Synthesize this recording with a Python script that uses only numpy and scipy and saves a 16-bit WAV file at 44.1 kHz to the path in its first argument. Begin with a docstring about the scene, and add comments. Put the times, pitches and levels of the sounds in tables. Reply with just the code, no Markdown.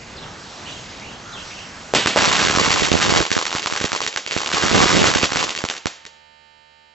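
"""Sparklers fizz in a yard, as patchy noise with tiny spits, while far birds call in gliding, rough tones.
The fizz drops away at the first heavy bang; after the bangs a bunch of crackers goes off, each pop a damped
pressure spike with wall echoes and a decaying yard tail. Blasts also shove the two microphone membranes, mostly
in opposite directions. A motor's harmonic buzz and electronic self-noise run throughout, swell, and are left
alone at the end."""
import sys
import numpy as np
from scipy import signal
from scipy.fft import rfft, irfft, next_fast_len
from scipy.io import wavfile
from scipy.ndimage import uniform_filter1d

SR = 44100
rng = np.random.default_rng(int(sys.argv[2]) if len(sys.argv) > 2 else 0)


def pcm_store(signal):
    """Save signal as 16-bit PCM."""
    levels = np.round(np.clip(np.atleast_2d(signal), -1, 1) * 32767)
    wavfile.write(sys.argv[1], SR, levels.astype(np.int16).T)


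N = 306038

# Single pops, loud and faint. Each row: time in seconds, strength in dB.
SINGLE_POPS = [(2.2074, -3.5), (2.2426, 4.5), (2.3177, 1.5), (2.3566, 2.5), (2.3925, -10.5), (2.4172, -7),
               (2.4274, -6), (2.4515, 1.5), (2.4968, -8), (2.5134, -6.5), (2.551, 2), (2.586, 3.5),
               (2.6476, -0.5), (2.6902, -11.5), (2.7286, 3), (2.795, -4), (2.837, -2), (2.8743, -3),
               (2.917, 3), (3.0018, -2.5), (3.0159, 2), (3.0265, 1), (3.0656, -19), (3.093, -16),
               (3.1625, 3), (3.2538, -6), (3.3053, -3.5), (3.3159, 2.5), (3.339, -4.5), (3.3544, -3.5),
               (3.3779, -1), (3.414, -3), (3.454, -1.5), (3.494, -13), (3.5282, -7), (3.551, -2.5),
               (3.558, -4.5), (3.5842, -4), (3.622, -8), (3.629, -6.5), (3.6603, 1), (3.7247, -4),
               (3.7522, -12.5), (3.763, -1.5), (3.8029, -3.5), (3.8126, -11), (3.8409, -0.5), (3.919, -1),
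               (3.941, -9), (3.9503, -2), (4.0051, -2.5), (4.027, -5), (4.0348, -7.5), (4.065, 0.5),
               (4.128, -11), (4.162, 0.5), (4.264, -4.5), (4.2913, -13.5), (4.311, -2), (4.3184, -4),
               (4.341, -6), (4.365, -2.5), (4.4047, -4.5), (4.4617, -1.5), (4.4907, -5.5), (4.5171, -3),
               (4.535, -0.5), (4.5983, -7.5), (4.6253, -1), (4.7633, -5.5), (5.0422, -17), (5.0566, 0.5),
               (5.1387, 3), (5.2293, -0.5), (5.305, -7), (5.321, -1), (5.3591, 1.5), (5.392, -1.5),
               (5.41, -6), (5.4285, -0.5), (5.4936, -3), (5.5513, -5), (5.5767, -4), (5.597, -22),
               (5.6397, -4.5), (5.688, -2.5), (5.7, -7), (5.76, -20), (5.8575, -2), (6.053, -15)]
# The swarm of smaller pops. Each row: time in seconds, crackle level in dB, shove level in dB.
SWARM_LEVELS = [(2.17, -17.5, -22), (2.6, -19, -24), (2.85, -18, -23.5), (2.89, -28.5, -30),
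                (2.96, -21.5, -27), (3.2, -18.5, -15), (3.26, -31, -47), (3.6, -29.5, -58),
                (4.23, -41.5, -69), (4.5, -22, -42), (4.67, -20, -21.5), (4.705, -20, -26),
                (4.75, -16, -15), (5.07, -16, -15), (5.125, -24.5, -27), (5.23, -15.5, -28),
                (5.29, -34, -33.5), (5.39, -22.5, -24.5), (5.53, -35.5, -41), (5.78, -34.5, -71)]
# Wall reflections on a pop's path. Each row: delay in milliseconds, level in dB.
WALL_ECHOES = [(10.7, -11), (12.0, -5.5), (15.3, -12)]
# Heavy first bangs. Each row: time in seconds, strength in dB, blast pitch in Hz, tail level in dB,
# corner in Hz below which the echoes thin out.
HEAVY_BANGS = [(1.9381, 4, 493, 7, 1100), (2.0607, 5, 1324, 4.5, 900), (2.161, 3, 510, 1, 151),
               (2.1672, 0, 920, -27, 910), (2.1767, 1.5, 1460, -5, 900)]


def crackers(count=7, spread_db=3.0, swarm_tail_db=-2, single_tail_db=1, turn=0.95):
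    """Superposition of impulse responses: random and listed pops, each at one of a few places on the bunch."""
    # Spectrum of the yard's tail. Each row: frequency in Hz, relative level in dB per Hz.
    yard_colour = [(60, -53.5), (150, -2.5), (450, 8), (1400, 4), (3000, 6), (5300, 5), (7400, 5),
                   (8500, -26)]
    pops_per_s, thickest_db = 330, -16  # mean rate at this crackle level; a quieter swarm is thinner and smaller
    fronts = rng.permutation(np.linspace(.25, .9, count))  # some places crack sharper than others
    pitches = np.geomspace(1050, 2800, count)
    shapes = [pop(hz, yard_colour, snap=front) for hz, front in zip(pitches, fronts)]
    swarm_shapes = [direct + gain_of(swarm_tail_db) * tail for direct, tail in shapes]

    level_db = curve(SWARM_LEVELS)
    chance = pops_per_s / SR * gain_of(level_db - thickest_db)  # per sample
    size = evened(gain_of(spread_db * np.minimum(rng.exponential(1, N), 2.6)))
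    pop_energy = np.mean([np.sum(shape ** 2) / 2 for shape in swarm_shapes])
    train = size * (rng.random(N) < chance) * while_on(SWARM_LEVELS)
    train = train * gain_of(level_db) / np.sqrt(pop_energy * chance)
    place = rng.integers(0, count, N)
    parts = []
    for k, shape in enumerate(swarm_shapes):
        impulses = (train * (place == k))[None]
        parts.append(signal.oaconvolve(impulses, shape, axes=1)[:, :N])

    for s, db in SINGLE_POPS:
        k = rng.integers(count)
        direct, tail = shapes[k]
        add(parts[k], s, gain_of(db) * (direct + gain_of(single_tail_db) * tail))
    sides = rng.permutation(np.linspace(-1, 1, count))  # each place lies in its own direction
    return sum(ports(part, lead=0.93 + turn * side) for part, side in zip(parts, sides))


def bangs():
    """Damped blast waves: each heavy bang has its own pitch and a darker, more even tail."""
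    # Spectrum of the bangs' tail. Each row: frequency in Hz, relative level in dB per Hz.
    bang_colour = [(60, -8), (250, -1.5), (600, -7), (1500, -10.5), (3000, -6), (5500, -11.5),
                   (8500, -16.5)]
    out = np.zeros((2, N))
    for s, db, hz, tail_db, thin_hz in HEAVY_BANGS:
        direct, tail = pop(hz, bang_colour, cycles=.6, snap=0.35, early=0.21, tail_db=tail_db,
                           thin_hz=thin_hz, echo_db=5.0)
        add(out, s, gain_of(db) * (direct + tail))
    return out


def pop(hz, colour, cycles=0.7, snap=0.66, early=13.3, tail_db=-1, gap_db=-14, echo_db=0, shift_ms=0.38,
        thin_hz=300, dull_hz=7500):
    """Damped oscillation and discrete reflections; returned apart from it, the reverberant tail.

    The spike falls to 1/e after the given cycles; the tail sets in fully with the first wall echo."""
    # Reverberation time. Each row: frequency in Hz, time to decay by 60 dB in seconds.
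    yard_t60 = [(100, 0.49), (300, 0.32), (1800, 0.63), (5000, 0.46), (8000, 0.41)]
    # Likeness of the tail's sides. Each row: frequency in Hz, left-right correlation as a share.
    yard_same = [(300, 0.82), (1500, 1), (3500, 0.91), (4500, 1), (8000, 1)]
    t = np.arange(17000) / SR
    spike = -np.exp(-t[:400] * hz / cycles) * np.cos(2 * np.pi * hz * t[:400])
    spike[:3] -= snap  # the steep shock front
    spike[3:8] += .45 * snap  # and the quick swing back
    spike /= 1 + snap

    paths = np.zeros((2, len(t)))
    for ms, db in WALL_ECHOES:
        at = round((ms + shift_ms * rng.uniform(-1, 1) * ms / 12) * SR / 1000)
        # a random level difference puts each echo a little to one side
        paths[:, at] = gain_of(db + echo_db + rng.uniform(-1, 1) + 2 * rng.uniform(-1, 1, 2))
    paths = highpass(paths, thin_hz, order=2)  # small walls throw back little bass
    paths[:, :40] = np.exp(-2 * np.pi * dull_hz * t[:40])  # the straight path, with dulled treble
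    paths[:, :40] /= paths[0, :40].sum()
    direct = signal.oaconvolve(paths, spike[None], axes=1)[:, :len(t)]

    tail = highpass(noise(len(t), colour, yard_same, t60=yard_t60), 110, order=2)
    before_echo = t < WALL_ECHOES[0][0] / 1000
    tail = tail * np.where(before_echo, gain_of(gap_db), 1 + early * np.exp(-t / 0.007))
    tail = gain_of(tail_db) * tail / np.linalg.norm(tail[0]) * np.linalg.norm(spike)
    return direct, tail


def shoves(push_ms=1.63, sag_hz=70, left_share=-0.28):
    """Membrane displacement under blast pressure: a short push, then first-order high-pass relaxation.

    In the swarm the right side is sucked in and the left on average leans the other way."""
    # Strong blasts. Each row: time in seconds, left and right push as shares of full scale before the sag.
    strong_shoves = [(2.06, -0.23, -.45), (2.28, 0.56, -0.32), (2.451, 0.41, -0.72), (2.501, -0.32, -0.24),
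                     (2.5746, -0.14, -0.6), (2.6155, -0.06, -.48), (2.679, 0.077, -0.7),
                     (2.8225, 0.2, -0.83), (2.848, 0.11, -0.46), (2.9176, 0.12, -1.5),
                     (2.9413, 0.034, -1.1), (2.9535, 0.41, -1.06), (3.0933, 0.52, -0.5),
                     (3.124, -0.047, -0.66), (3.1628, 0.25, -0.42), (3.2111, -0.096, -0.61),
                     (3.3166, 0.34, -0.54), (3.367, 0.55, -0.88), (3.5516, -0.15, -0.28),
                     (3.725, 0.29, -0.27), (3.813, -0.12, -0.33), (3.8444, -0.12, -0.69),
                     (3.9318, .22, -0.37), (4.3651, 0.016, -0.67), (4.5412, 0.066, -0.51),
                     (4.6383, -0.14, -0.76), (4.714, -.06, -0.71), (4.7312, 0.33, -0.58),
                     (4.8288, 0.22, -0.76), (4.952, -0.29, -0.72), (4.992, -0.082, -0.62),
                     (5.018, 0.32, -0.45), (5.0846, 0.0065, -0.54), (5.1597, 0.42, -1.2),
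                     (5.2335, -0.41, -0.85), (5.321, 0.079, -0.32), (5.359, -0.033, -0.31),
                     (5.6408, -0.19, -0.48), (5.8583, 0.19, -0.66)]
    echo_shove_db = -10  # the strongest wall echo shoves once more
    pop_shove = 0.18  # largest right-hand push of a listed pop, as a share of its strength; left gets half
    push = signal.windows.tukey(round(push_ms * SR / 1000), .8)
    right = -rng.uniform(0.55, 1, N) ** 2 * (rng.random(N) < 330 / SR)  # 330 pushes a second on average
    left = left_share * right + 0.62 * right * rng.standard_normal(N)
    swarm = np.array([left, right]) / np.sqrt(np.mean(right ** 2) * np.sum(push ** 2))
    train = swarm * gain_of(curve(SWARM_LEVELS, column=2)) * while_on(SWARM_LEVELS)

    s, db = np.transpose(SINGLE_POPS)
    pop_push = pop_shove * rng.random((len(s), 2)).T * gain_of(db)
    train[:, np.round(s * SR).astype(int) + len(push) // 2] += pop_push * [[.5], [-1]]

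    s, *swing = np.transpose(strong_shoves)
    train[:, np.round(s * SR).astype(int)] = swing
    echo_s = s + WALL_ECHOES[1][0] / 1000
    train[:, np.round(echo_s * SR).astype(int)] += gain_of(echo_shove_db) * np.array(swing)
    pushed = signal.oaconvolve(train, push[None], "same", axes=1)
    sagged = highpass(pushed, sag_hz)
    return highpass(sagged, 40)  # the vent behind the membranes


def sparklers(spits_per_s=900, spit_db=-13, treble_hz=4500):
    """Filtered noise plus random impulses: patchy hiss and spits of burning metal, with changing treble."""
    # Fizz over the street's hum. Each row: time in seconds, level in dB, treble boost in dB.
    fizz_levels = [(0.0, -37, -4), (.45, -36, -1.5), (.7, -36, 1.5), (1.2, -36.5, -4), (1.5, -36, 3.5),
                   (1.9, -37, -1.5)]
    # Spectrum of the hiss. Each row: frequency in Hz, relative level in dB per Hz.
    fizz_colour = [(15, -42), (30, -10.5), (126, -4), (380, -11.5), (600, -11), (1310, -12), (2900, -17),
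                   (6600, -19), (8500, -28)]
    # Likeness of the sides. Each row: frequency in Hz, left-right correlation as a share.
    fizz_same = [(60, 1), (200, 0.91), (1000, 0.74), (2700, 0.8), (8040, 0.99)]
    hiss = evened(noise(N, fizz_colour, fizz_same, patchy_db=1.5))
    spits = np.diff(rng.standard_normal(N + 1) ** 2 * (rng.random(N + 1) < spits_per_s / SR))
    fizz = hiss + gain_of(spit_db) * evened(uniform_filter1d(spits, 5))
    treble = signal.filtfilt(*signal.butter(2, treble_hz, "high", fs=SR), fizz)
    sprayed = fizz + (gain_of(curve(fizz_levels, column=2)) - 1) * treble
    since_bang = np.maximum(np.arange(N) / SR - HEAVY_BANGS[0][0], 0)
    return gain_of(curve(fizz_levels) - 1100 * since_bang) * sprayed  # falls 1100 dB a second


def birds(warble_hz=240, echo_db=1):
    """Frequency modulation: far whistles glide to a held note, roughened and smeared by dense echoes."""
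    # Calls. Each row: start in seconds, length in seconds, first pitch in Hz, held pitch in Hz,
    # level in dB before the echo mix.
    calls = [(0.161, 0.046, 4700, 3760, -43), (.22, 0.042, 3820, 3000, -44),
             (0.645, 0.16, 2890, 3040, -42.5), (0.659, .08, 2950, 3530, -42), (1.0, .17, 1890, 3040, -44),
             (1.24, 0.117, 1230, 1404, -44.5), (1.319, 0.12, 4050, 2980, -40),
             (1.492, 0.18, 2326, 3050, -43)]
    settle, fade_db = 0.29, -3.5  # share of the call for about two thirds of the glide; level change by the end
    out = np.zeros((1, N))
    for start, length, first_hz, held_hz, db in calls:
        u = np.linspace(0, 1, round(length * SR))
        wander = evened(uniform_filter1d(rng.standard_normal(9000), 150))[:len(u)]
        rough = warble_hz * held_hz / 3000 * wander
        hz = held_hz + (first_hz - held_hz) * np.exp(-(u / settle) ** 2) + rough
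        shape = signal.windows.tukey(len(u), .25) * gain_of(db + fade_db * u)
        add(out, start, np.sqrt(2) * shape * np.sin(2 * np.pi * np.cumsum(hz) / SR)[None])
    blur = rng.standard_normal((2, 6000)) * np.exp(-np.arange(6000) / 1800)
    blur /= np.linalg.norm(blur[0])
    return 1.17 * out + gain_of(echo_db) * signal.oaconvolve(out, blur, axes=1)[:, :N]


def motor(scatter_db=1.5):
    """Harmonic series of a rotation: multiples of the turning rate, louder right, over electronic self-noise."""
    # Harmonics that stand out or drop out. Each row: frequency in Hz, level in dB before the swell.
    lines = [(522, -73), (899, -63), (973, -97), (1123, -87), (1198, -73), (1798, -65), (2094, -69),
             (2171, -88), (2246, -88), (2320, -71), (2546, -105), (2993, -67), (3295, -71), (3519, -110),
             (3819, -92), (3892, -70), (4194, -72), (4490, -72), (4791, -75), (5016, -110), (5093, -79)]
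    # All other harmonics. Each row: frequency in Hz, level in dB before scatter and swell.
    rest = [(75, -77), (300, -81), (600, -74), (1050, -83), (1550, -75), (1950, -80), (2500, -71),
            (3330, -77), (3460, -104), (3600, -80), (4200, -81), (5400, -86), (6100, -95), (7000, -87),
            (8000, -96)]
    # Balance. Each row: frequency in Hz, left minus right in dB.
    tilt = [(300, -2), (900, -13), (2700, -13), (8000, -4)]
    # Course of buzz and self-noise. Each row: time in seconds, gain in dB.
    swell = [(0, -8.5), (6.1, 4), (6.5, 2.5), (6.94, 1)]
    # Self-noise spectrum. Each row: frequency in Hz, relative level in dB per Hz.
    self_noise = [(40, -60), (90, -9), (250, -14), (1000, -24), (8000, -31)]
    turn_hz, turns, self_noise_db = 74.87, 16, -71  # turning rate, turns in one loop, level before the swell
    flip_low_hz, flip_high_hz = 650, 1300  # between these the left side swings against the right
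    size = round(SR / turn_hz * turns)
    k = np.arange(1, 107)
    hz = k * turn_hz
    db = read(rest, hz) + scatter_db * rng.standard_normal(len(k))
    for line_hz, line_db in lines:
        db[round(line_hz / turn_hz) - 1] = line_db

    left = gain_of(read(tilt, hz))
    left = np.where((hz > flip_low_hz) & (hz < flip_high_hz), -left, left)
    sides = np.array([left, np.ones(len(k))]) * 2 / (1 + left)  # the signed mean of the sides is 1
    tick = np.where(k % 4 == 0, .25, 1)  # four ticks a turn nearly line up every fourth multiple
    phase = np.pi + tick * rng.uniform(-np.pi, np.pi, len(k)) + .25 * rng.standard_normal((2, len(k)))
    bins = np.zeros((2, size // 2 + 1), complex)
    bins[:, turns * k] = gain_of(db) * sides * np.exp(1j * phase)
    loop = irfft(bins, size) * size / np.sqrt(2)
    buzz = np.tile(loop, N // size + 1)[:, :N]
    hiss = evened(noise(N, self_noise, same=[(100, 0.54), (8000, .3)]))  # (Hz, left-right correlation)
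    return gain_of(curve(swell)) * (buzz + gain_of(self_noise_db) * hiss)


def ports(x, lead=0.61):
    """Interchannel level and phase: the right port hears the middle treble louder, with a phase drift there.

    The lead is in radians between the ports for every 3 dB of level difference."""
    # Balance. Each row: frequency in Hz, left minus right in dB.
    port_tilt = [(500, 0.5), (900, -2), (1600, -3), (2700, -3), (4700, -0.5), (8000, 0.5)]
    size = next_fast_len(N)
    tilt_db = read(port_tilt, np.fft.rfftfreq(size, 1 / SR))
    half = gain_of(tilt_db / 2) * np.exp(-.5j * lead * tilt_db / 3)
    return irfft(rfft(x, size) * [half, 1 / half], size)[:, :N]


def noise(size, colour, same, t60=None, patchy_db=0):
    """Partly coherent noise: random short-time spectra in two channels, steady or dying band by band."""
    hz = np.fft.rfftfreq(512, 1 / SR)
    a, b, c, d, patches = rng.standard_normal((size // 128 + 5, 257, 5)).T
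    like = np.clip(read(same, hz), -1, 1)[:, None]
    left = a + 1j * b
    right = like * left + np.sqrt(1 - like ** 2) * (c + 1j * d)
    smooth_patches = evened(uniform_filter1d(uniform_filter1d(patches, 14, 0), 50, 1))
    db = read(colour, hz)[:, None] + patchy_db * smooth_patches
    if t60:
        db = db - 60 * np.arange(a.shape[1]) * 128 / SR / read(t60, hz)[:, None]
    spectra = np.array([left, right]) * gain_of(db)
    return signal.istft(spectra, nperseg=512, noverlap=384)[1][:, :size]


def highpass(x, hz, order=1):
    """Butterworth filter: attenuates what lies below the corner frequency."""
    return signal.lfilter(*signal.butter(order, hz, "high", fs=SR), x)


def gain_of(db):
    """Decibel law: amplitude ratio of a level."""
    return 10 ** (np.asarray(db) / 20)


def evened(x):
    """Normalisation to unit root mean square."""
    return x / np.sqrt(np.mean(x ** 2) + 1e-20)


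def read(points, hz):
    """Interpolation of a table along a logarithmic frequency axis."""
    f, value = np.transpose(points)
    return np.interp(np.log(hz + 1), np.log(f + 1), value)


def curve(rows, column=1):
    """Linear interpolation of a table column over time."""
    rows = np.array(rows)
    return np.interp(np.arange(N) / SR, rows[:, 0], rows[:, column])


def while_on(rows):
    """Time gate: true between the first and last row of a table."""
    t = np.arange(N) / SR
    return (t > rows[0][0]) & (t < rows[-1][0])


def add(mix, s, sound):
    """Superposition: adds a sound from a given second on, cut at the end of the mix."""
    part = mix[:, round(s * SR):][:, :sound.shape[1]]
    part += sound[:, :part.shape[1]]


def scene():
    """Linear superposition of airborne sound, membrane shoves and motor buzz."""
    air = crackers() + ports(bangs() + sparklers() + birds())
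    air = highpass(air, 35)  # the microphone passes no steady pressure
    return air + shoves() + motor()


def record(dry):
    """Saturation and band limit: the biggest blasts clip, then a low-pass removes what lies above 8 kHz."""
    clipped = np.clip(dry, -.95, .95)
    lowpass = signal.firwin(221, 8000, window=("kaiser", 9), fs=SR)
    return signal.oaconvolve(clipped, lowpass[None], "same")


dry = scene()
out = record(dry)
pcm_store(out)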